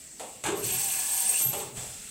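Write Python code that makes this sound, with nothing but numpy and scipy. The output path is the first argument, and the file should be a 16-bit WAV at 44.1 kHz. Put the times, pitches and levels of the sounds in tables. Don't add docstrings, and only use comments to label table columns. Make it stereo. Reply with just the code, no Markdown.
import sys
import numpy as np
from scipy import signal
from scipy.fft import rfft, irfft, next_fast_len
from scipy.io import wavfile
from scipy.ndimage import uniform_filter1d

SR = 44100
rng = np.random.default_rng(int(sys.argv[2]) if len(sys.argv) > 2 else 0)


def voltage_ratio(level):
    return 10 ** (np.asarray(level, float) / 20)


def master_out(mix):
    frames = np.transpose(np.atleast_2d(mix))
    ceiling = np.clip(frames, -1, 1)
    pcm = np.round(ceiling * 32767).astype(np.int16)
    wavfile.write(sys.argv[1], SR, pcm)


N = 92610

# time_s, level_db, extra_midrange_db
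BLAST_LEVEL = [(.55, -38, -13), (.62, -40, 2), (.645, -29.5, 0.5), (.7, -29.5, 6), (.78, -29.5, 4),
               (.84, -28.5, 1), (1.02, -28, -0.5), (1.13, -29, -1), (1.3, -28.5, 1.5), (1.42, -27.5, -1.5),
               (1.45, -33.5, 1), (1.52, -35.5, 2), (1.61, -36.5, 1.5), (1.65, -40.5, 4), (1.74, -59, 10)]
# freq_hz, density_db
BLAST_COLOUR = [(120, -67), (200, -23.5), (774, -13), (1220, -12.5), (2680, -13), (5280, -7), (8490, -1),
                (9300, -7.5), (15800, -7.5)]
# freq_hz, width_hz,
# gain_db
BLAST_PEAKS_AND_DIPS = [(2660, 890, 8.5), (1260, 53, -9), (4360, 390, 5), (6080, 310, 5.5), (7744, 500, 8),
                        (8570, 440, 6.5), (9400, 350, -0.5), (10120, 460, 8), (12700, 500, 1),
                        (13200, 400, -12), (14250, 1450, -12.5), (14370, 880, 12.5)]
LOW_SWELL_SHARE = 0.46

# time_s, level_db
WHISTLE_LEVEL = [(.54, -39), (.62, -38), (.67, -34.5), (.75, -32.5), (.85, -35.5), (1.0, -36.5),
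                 (1.07, -38), (1.16, -35.5), (1.23, -32), (1.34, -37), (1.4, -31), (1.455, -22.5),
                 (1.5, -26.5), (1.53, -38), (1.63, -38)]
# time_s, pitch_hz
WHISTLE_PITCH = [(.54, 12380), (.66, 12550), (.8, 12620), (1.0, 12670), (1.2, 12720), (1.36, 12725),
                 (1.44, 12625), (1.63, 12610)]
# centre_s, length_s, depth_db
WHISTLE_BREAKS = [(.55, .02, -4), (0.584, .008, -8), (.61, .006, -8), (.635, 0.02, -3), (0.71, .006, -10),
                  (0.782, 0.0095, -12), (0.827, 0.0086, -23), (0.91, 0.0051, -8), (1.02, 0.012, -21),
                  (1.065, .014, -14), (1.108, .008, -12), (1.194, 0.0051, -9), (1.27, .006, -6),
                  (1.365, 0.012, -12), (1.484, 0.0044, -4), (1.524, 0.0053, -9), (1.565, 0.011, -8),
                  (1.605, .008, -8), (1.63, .012, -5)]
# time_s, level_db
EMPTY_TAPER_LEVEL = [(1.09, -38), (1.135, -26), (1.16, -39), (1.205, -26), (1.24, -36), (1.27, -24.5),
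                     (1.285, -34), (1.298, -20.5), (1.32, -31), (1.345, -30.5), (1.368, -27), (1.39, -32.5),
                     (1.43, -32)]
# time_s, pitch_hz
EMPTY_TAPER_PITCH = [(1.09, 8500), (1.135, 8450), (1.16, 8750), (1.21, 8690), (1.27, 8660), (1.3, 8490),
                     (1.345, 8600), (1.37, 8570), (1.43, 8750)]
# start_s, length_s, pitch_hz, level_db
SQUEALS = [
    (1.337, 0.018, 2746, -26.5),
    (1.354, .011, 2730, -25),
    (1.364, 0.024, 2865, -27.5),
    (1.385, 0.027, 3050, -37),
    (1.415, 0.018, 6100, -26.5),
    (1.269, 0.092, 545, -46.5),
]

# time_s, level_db
MESH_LEVEL = [(.71, -47.5), (.82, -40.5), (.9, -47), (1.0, -47.5), (1.055, -58), (1.11, -46.5), (1.2, -49),
              (1.33, -46), (1.39, -56)]
# time_s, pitch_hz
MESH_PITCH = [(.71, 750), (.83, 780), (.88, 795), (.92, 760), (1.0, 770), (1.09, 790), (1.2, 775),
              (1.3, 745), (1.39, 780)]
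# pitch_hz, width_hz, level_db
GEAR_TONES = [(938, 34, -57), (1712, 95, -52.5), (119.8, 9.3, -73.5), (212.3, 16, -62), (42.5, 47, -64)]
GEAR_PATCH_DB = 1.8
SWING_START_S, SWING_STOP_S, SWING_RAMP_S = 0.68, 1.402, 0.046

# pitch_hz, level_db, t60_s
POT_MODES = [(437, -9, .11), (533, -2, .15), (600, -6, .1), (690, -2, .1), (780, -1, .12), (880, -2, .09),
             (1000, -8, .07), (1290, -14, .09)]
# pitch_hz, level_db, t60_s
GRIPPER_MODES = [(862, 10, 0.099), (1098, -1, .1), (1600, 6, 0.13), (2320, 5, 0.15), (2800, 4, 0.065),
                 (3330, 2, .06)]
# pitch_hz, level_db, t60_s
ARM_MODES = [(169, -14.5, 0.17), (348, -7, 0.26), (392.8, 1, 0.28), (426.5, -2, 0.29), (640, -13, 0.11),
             (927, -13, 0.15), (1110, -12, 0.091), (1570, -3, 0.044)]
# pitch_hz, level_db, t60_s
CLAMP_MODES = [(286, -14, .4), (400, -2, .45), (432, -2, .33), (584, -1, .25), (518, -8, .3), (824, 3, .35),
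               (895, -3, .05), (1340, -15, .12)]
# pitch_hz, level_db, t60_s
FRAME_MODES = [(81.5, -7.5, 0.44), (124.8, 0, 0.56), (157.8, 0.5, 0.17), (222.4, -8, 0.18)]
# start_s, ring_db, rattle_s, crack_db
POT_BLOWS = [
    (0.196, -37.5, 0.072, -37),
    (1.769, -51, 0.066, -42.5),
    (1.807, -54, 0.069, -58),
    (1.924, -63, 0.016, -83),
]
# start_s, ring_db, rattle_s, crack_db
GRIPPER_BLOWS = [
    (.452, -38, 0.0089, -60),
    (0.469, -47, .012, -51),
    (0.487, -48, 0.016, -65),
]
# start_s, ring_db, rattle_s, crack_db
ARM_BLOWS = [
    (0.438, -67, 0.0064, -30),
    (0.461, -43, 0.016, -34),
    (0.486, -31.5, 0.0058, -48),
    (0.519, -33.5, 0.019, -46),
    (0.574, -38, 0.083, -56),
]
# start_s, ring_db, rattle_s, crack_db
CLAMP_BLOWS = [
    (1.401, -47.5, 0.3, -36.5),
    (1.53, -38, 0.027, -35),
    (1.6, -74, 0.11, -42),
]
# start_s, ring_db, rattle_s, crack_db (the thuds are too dull to crack)
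FRAME_BLOWS = [
    (0.196, -77, 0.011, -80),
    (0.431, -42.5, 0.048, -68),
    (0.624, -40.5, 0.094, -70),
    (1.398, -56, 0.012, -70),
    (1.439, -42, 0.069, -70),
    (1.54, -47.5, 0.24, -70),
    (1.765, -48.5, 0.0069, -66),
]
CONTACT_RISE_SHARE, METAL_LOW_CUT_HZ = 0.13, 35
MODE_SPREAD, MODE_SPREAD_HZ = 0.035, 8

# freq_hz, density_db
CRACK_COLOUR = [(120, -34), (200, -13.5), (681, -7.5), (879, -6), (1730, -13.5), (3220, -9), (5280, -18),
                (7740, -5.5), (15800, -28.5)]
CRACK_T60_S, CRACK_T60_SLOPE = 0.47, -0.46

# freq_hz, density_db
VENT_COLOUR = [(18, -13), (30, 0.5), (258, -15), (326, -27), (1210, -29), (1310, -12), (6310, -9.5),
               (7780, -7), (15800, -21.5)]
VENT_START_S, VENT_RISE_S, VENT_FALL_S = 1.748, 0.027, 0.077
VENT_PUFF_DB, VENT_HOLD_DB = -35.5, -44

# freq_hz, density_db
LEAK_COLOUR = [(18, -57), (30, -21), (188, -10), (326, -19), (1420, -22), (2100, -17), (5540, -18),
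               (7990, -13.5), (15800, -26)]
LEAK_DB = -47.5
LEAK_RING = (8040, 1500, 5.9)   # freq_hz, width_hz, gain_db

# freq_hz, likeness_0_to_1
PORT_LIKENESS = [(60, 1), (400, 0.8), (800, 0.34), (1500, 0), (3000, 0), (8000, 0.93), (13000, 0)]
# freq_hz, left_minus_right_db
PORT_BALANCE = [(60, 1), (150, -2), (380, -1.5), (950, 0), (2380, -4), (5980, -5), (15000, 5.5)]
LEFT_LEAD_S = 0.00012
STANDING_WAVE_DB, STANDING_WAVE_HZ = 2.0, 45
CABINET_T60_S, CABINET_DB = 0.35, -11


def rms_one(x):
    return x / np.sqrt(np.mean(x ** 2) + 1e-20)


def in_time(rows):
    s, *columns = np.transpose(rows)
    t = np.arange(N) / SR
    gate = np.clip(np.minimum(t - s[0], s[-1] - t) / 0.02, 0, 1)
    return [gate] + [np.interp(t, s, column) for column in columns]


def at_hz(points, hz):
    points = np.array(points)
    return np.interp(np.log(hz + 1), np.log(points[:, 0]), points[:, 1])


def drift(rate):
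    r = np.exp(-80 * np.pi * rate / SR)
    noise = rng.standard_normal(N // 40 + 2002)
    slow = signal.lfilter([1], [1, -2 * r, r * r], noise)[2000:]
    return np.interp(np.arange(N) / 40, np.arange(len(slow)), rms_one(slow))


def resonate(x, hz, width_hz):
    r = np.exp(-np.pi * width_hz / SR)
    poles = [1, -2 * r * np.cos(2 * np.pi * hz / SR), r * r]
    return signal.lfilter([(1 - r * r) / 2, 0, (r * r - 1) / 2], poles, x)


def stereo_noise(colour, peaks, band_gain):
    hz = np.arange(N // 2 + 1) * SR / N
    db = at_hz(colour, hz) + sum(gain / (1 + (2 * (hz - f) / w) ** 2) for f, w, gain in peaks)
    width = int(STANDING_WAVE_HZ * N / SR)
    ripple = uniform_filter1d(rng.standard_normal(len(hz)), width)
    db = db + STANDING_WAVE_DB * rms_one(uniform_filter1d(ripple, width))

    mid, side = rfft(rng.standard_normal((2, N)))
    alike = np.clip(at_hz(PORT_LIKENESS, hz), 0, 1)
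    sign = np.array([[1], [-1]])
    lead = np.exp(1j * np.pi * hz * LEFT_LEAD_S * sign)
    balance = voltage_ratio(sign * at_hz(PORT_BALANCE, hz) / 2)
    both = voltage_ratio(db) * lead * balance * (np.sqrt(1 + alike) * mid + sign * np.sqrt(1 - alike) * side)
    scale = np.sqrt(np.mean(irfft(both, N).mean(axis=0) ** 2))

    place = 2 * np.log2(hz / 40 + 1e-9)
    out = 0
    for k in range(-1, 18):
        window = np.cos(np.pi / 2 * np.clip(place - k, -1, 1)) ** 2
        out = out + band_gain(40 * 2 ** (k / 2)) * irfft(both * window, N)
    return out / scale


def blast():
    gate, db, midrange_db = in_time(BLAST_LEVEL)
    gust = drift(40.0)

    def band_gain(hz):
        share = 1 if hz > 2000 else LOW_SWELL_SHARE
        swell = np.clip(midrange_db, -9, 9) * (hz < 4600) * share
        return voltage_ratio(swell + 0.5 * gust + 1.1 * drift(30.0) + 1.0 * drift(6.0))

    return gate * voltage_ratio(db) * stereo_noise(BLAST_COLOUR, BLAST_PEAKS_AND_DIPS, band_gain)


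def whistle(pitch, level, fade_db, wander_hz, left_db):
    gate, db = in_time(level)
    hz = in_time(pitch)[1]
    turn = 2 * np.pi * np.cumsum(hz + wander_hz * drift(76.0)) / SR
    shared_fade = drift(46.0)
    ports = []
    for sign in (1, -1):
        fade = fade_db * (0.6 * shared_fade ** 2 + 0.4 * drift(15.0) ** 2)
        level_now = np.sqrt(2) * gate * voltage_ratio(db + sign * left_db / 2 - fade)
        ports.append(level_now * np.sin(turn + 0.073 * sign + 0.17 * drift(18.0)))
    return np.array(ports)


def whistle_breaks():
    t = np.arange(N) / SR
    return voltage_ratio(sum(db * np.exp(-((t - s) / length) ** 2) for s, length, db in WHISTLE_BREAKS))


def squeals():
    t = np.arange(N) / SR
    out = np.zeros(N)
    for s, length, hz, db in SQUEALS:
        swell = np.sin(np.pi * np.clip((t - s) / length, 0, 1))
        out += voltage_ratio(db) * swell * np.sin(2 * np.pi * hz * t + 1.66 * drift(73.0))
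    return out


def gears():
    t = np.arange(N) / SR
    tones = np.zeros(N)
    for hz, width_hz, db in GEAR_TONES:
        patches = voltage_ratio(db + GEAR_PATCH_DB * drift(7.5))
        rough = resonate(resonate(rng.standard_normal(N), hz, width_hz), hz, width_hz)
        tones += patches * rms_one(rough)
    return tones * np.clip(np.minimum(t - SWING_START_S, SWING_STOP_S - t) / SWING_RAMP_S, 0, 1)


def struck(modes, blows):
    t = np.arange(N) / SR
    force, out = np.zeros(N), np.zeros(N)
    for s, db, rattle, _ in blows:
        after = np.maximum(t - s, 0)
        rise = np.minimum(after / (CONTACT_RISE_SHARE * rattle), 1)
        force += voltage_ratio(db) * rise * np.exp(-after / rattle) / np.sqrt(rattle * SR)
    for hz, db, t60 in modes:
        r = voltage_ratio(-60 / (t60 * SR))
        push = force * rng.standard_normal((5, N)) + 1e-18
        steps = np.linspace(-1, 1, 5) + rng.uniform(-0.15, 0.15, 5)
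        for k, step in enumerate(steps):
            w = 2 * np.pi * (hz + (MODE_SPREAD * hz + MODE_SPREAD_HZ) * step) / SR
            out += voltage_ratio(db) * signal.lfilter([0, np.sin(w)], [1, -2 * r * np.cos(w), r * r], push[k])
    return signal.sosfilt(signal.butter(2, METAL_LOW_CUT_HZ, "high", fs=SR, output="sos"), out)


def cracks(blows):
    t = np.arange(N) / SR

    def tail(hz):
        t60 = CRACK_T60_S * (hz / 2000) ** CRACK_T60_SLOPE
        return sum(voltage_ratio(db - 60 * np.clip(t - s, 0, 1) / t60) * np.clip((t - s) / 0.00073, 0, 1)
                   for s, _, _, db in blows)

    return stereo_noise(CRACK_COLOUR, [], tail)


def vent():
    t = np.maximum(np.arange(N) / SR - VENT_START_S, 0)
    pressure = voltage_ratio(VENT_HOLD_DB) + voltage_ratio(VENT_PUFF_DB) * np.exp(-t / VENT_FALL_S)
    flow = (1 - np.exp(-t / VENT_RISE_S)) * pressure
    return flow * stereo_noise(VENT_COLOUR, [LEAK_RING], lambda hz: voltage_ratio(1.0 * drift(21.0)))


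def leak():
    return voltage_ratio(LEAK_DB) * stereo_noise(LEAK_COLOUR, [LEAK_RING], lambda hz: voltage_ratio(2.26 * drift(4.4)))


def cabinet(x):
    size = next_fast_len(N + SR)
    w = 2 * np.pi * np.arange(size // 2 + 1) / size
    lags = rng.uniform(0.008, 0.03, (2, 24, 1)) * SR
    loop = voltage_ratio(-60 * lags / SR / CABINET_T60_S) * np.exp(-1j * w * lags) / (1 + (w * SR / 40000) ** 2)
    wet = (loop / (1 - loop)).sum(axis=1) / 5
    shared = np.clip(at_hz(PORT_LIKENESS, w * SR / 2 / np.pi), 0, 1)
    wet = shared * wet.mean(axis=0) + (1 - shared) * wet
    direct = np.exp(0.5j * w * LEFT_LEAD_S * SR * np.array([[1], [-1]]))
    return irfft(rfft(x, size) * (direct + voltage_ratio(CABINET_DB) * wet), size)[:, :N]


def scene():
    metal = (struck(POT_MODES, POT_BLOWS) + struck(GRIPPER_MODES, GRIPPER_BLOWS)
             + struck(ARM_MODES, ARM_BLOWS) + struck(CLAMP_MODES, CLAMP_BLOWS)
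             + struck(FRAME_MODES, FRAME_BLOWS))
    mesh = whistle(MESH_PITCH, MESH_LEVEL, fade_db=3.5, wander_hz=30.0, left_db=-1.5)
    air = blast() + leak() + vent()
    edge_tone = whistle(WHISTLE_PITCH, WHISTLE_LEVEL, fade_db=4.5, wander_hz=10, left_db=11)
    empty_taper = whistle(EMPTY_TAPER_PITCH, EMPTY_TAPER_LEVEL, fade_db=1.0, wander_hz=35.4, left_db=4.0)
    tones = whistle_breaks() * edge_tone + empty_taper
    boxed = cabinet(metal + gears() + squeals())
    crash = cracks(POT_BLOWS + GRIPPER_BLOWS + ARM_BLOWS + CLAMP_BLOWS)
    return boxed + crash + air + tones + mesh


def low_pass(x):
    return signal.sosfilt(signal.butter(12, 15960, fs=SR, output="sos"), x)


def record(dry):
    top_cut = signal.ellip(10, 0.5, 70, 15900, fs=SR, output="sos")
    mix = signal.sosfilt(top_cut, dry)
    return low_pass(mix)


dry = scene()
out = record(dry)
master_out(out)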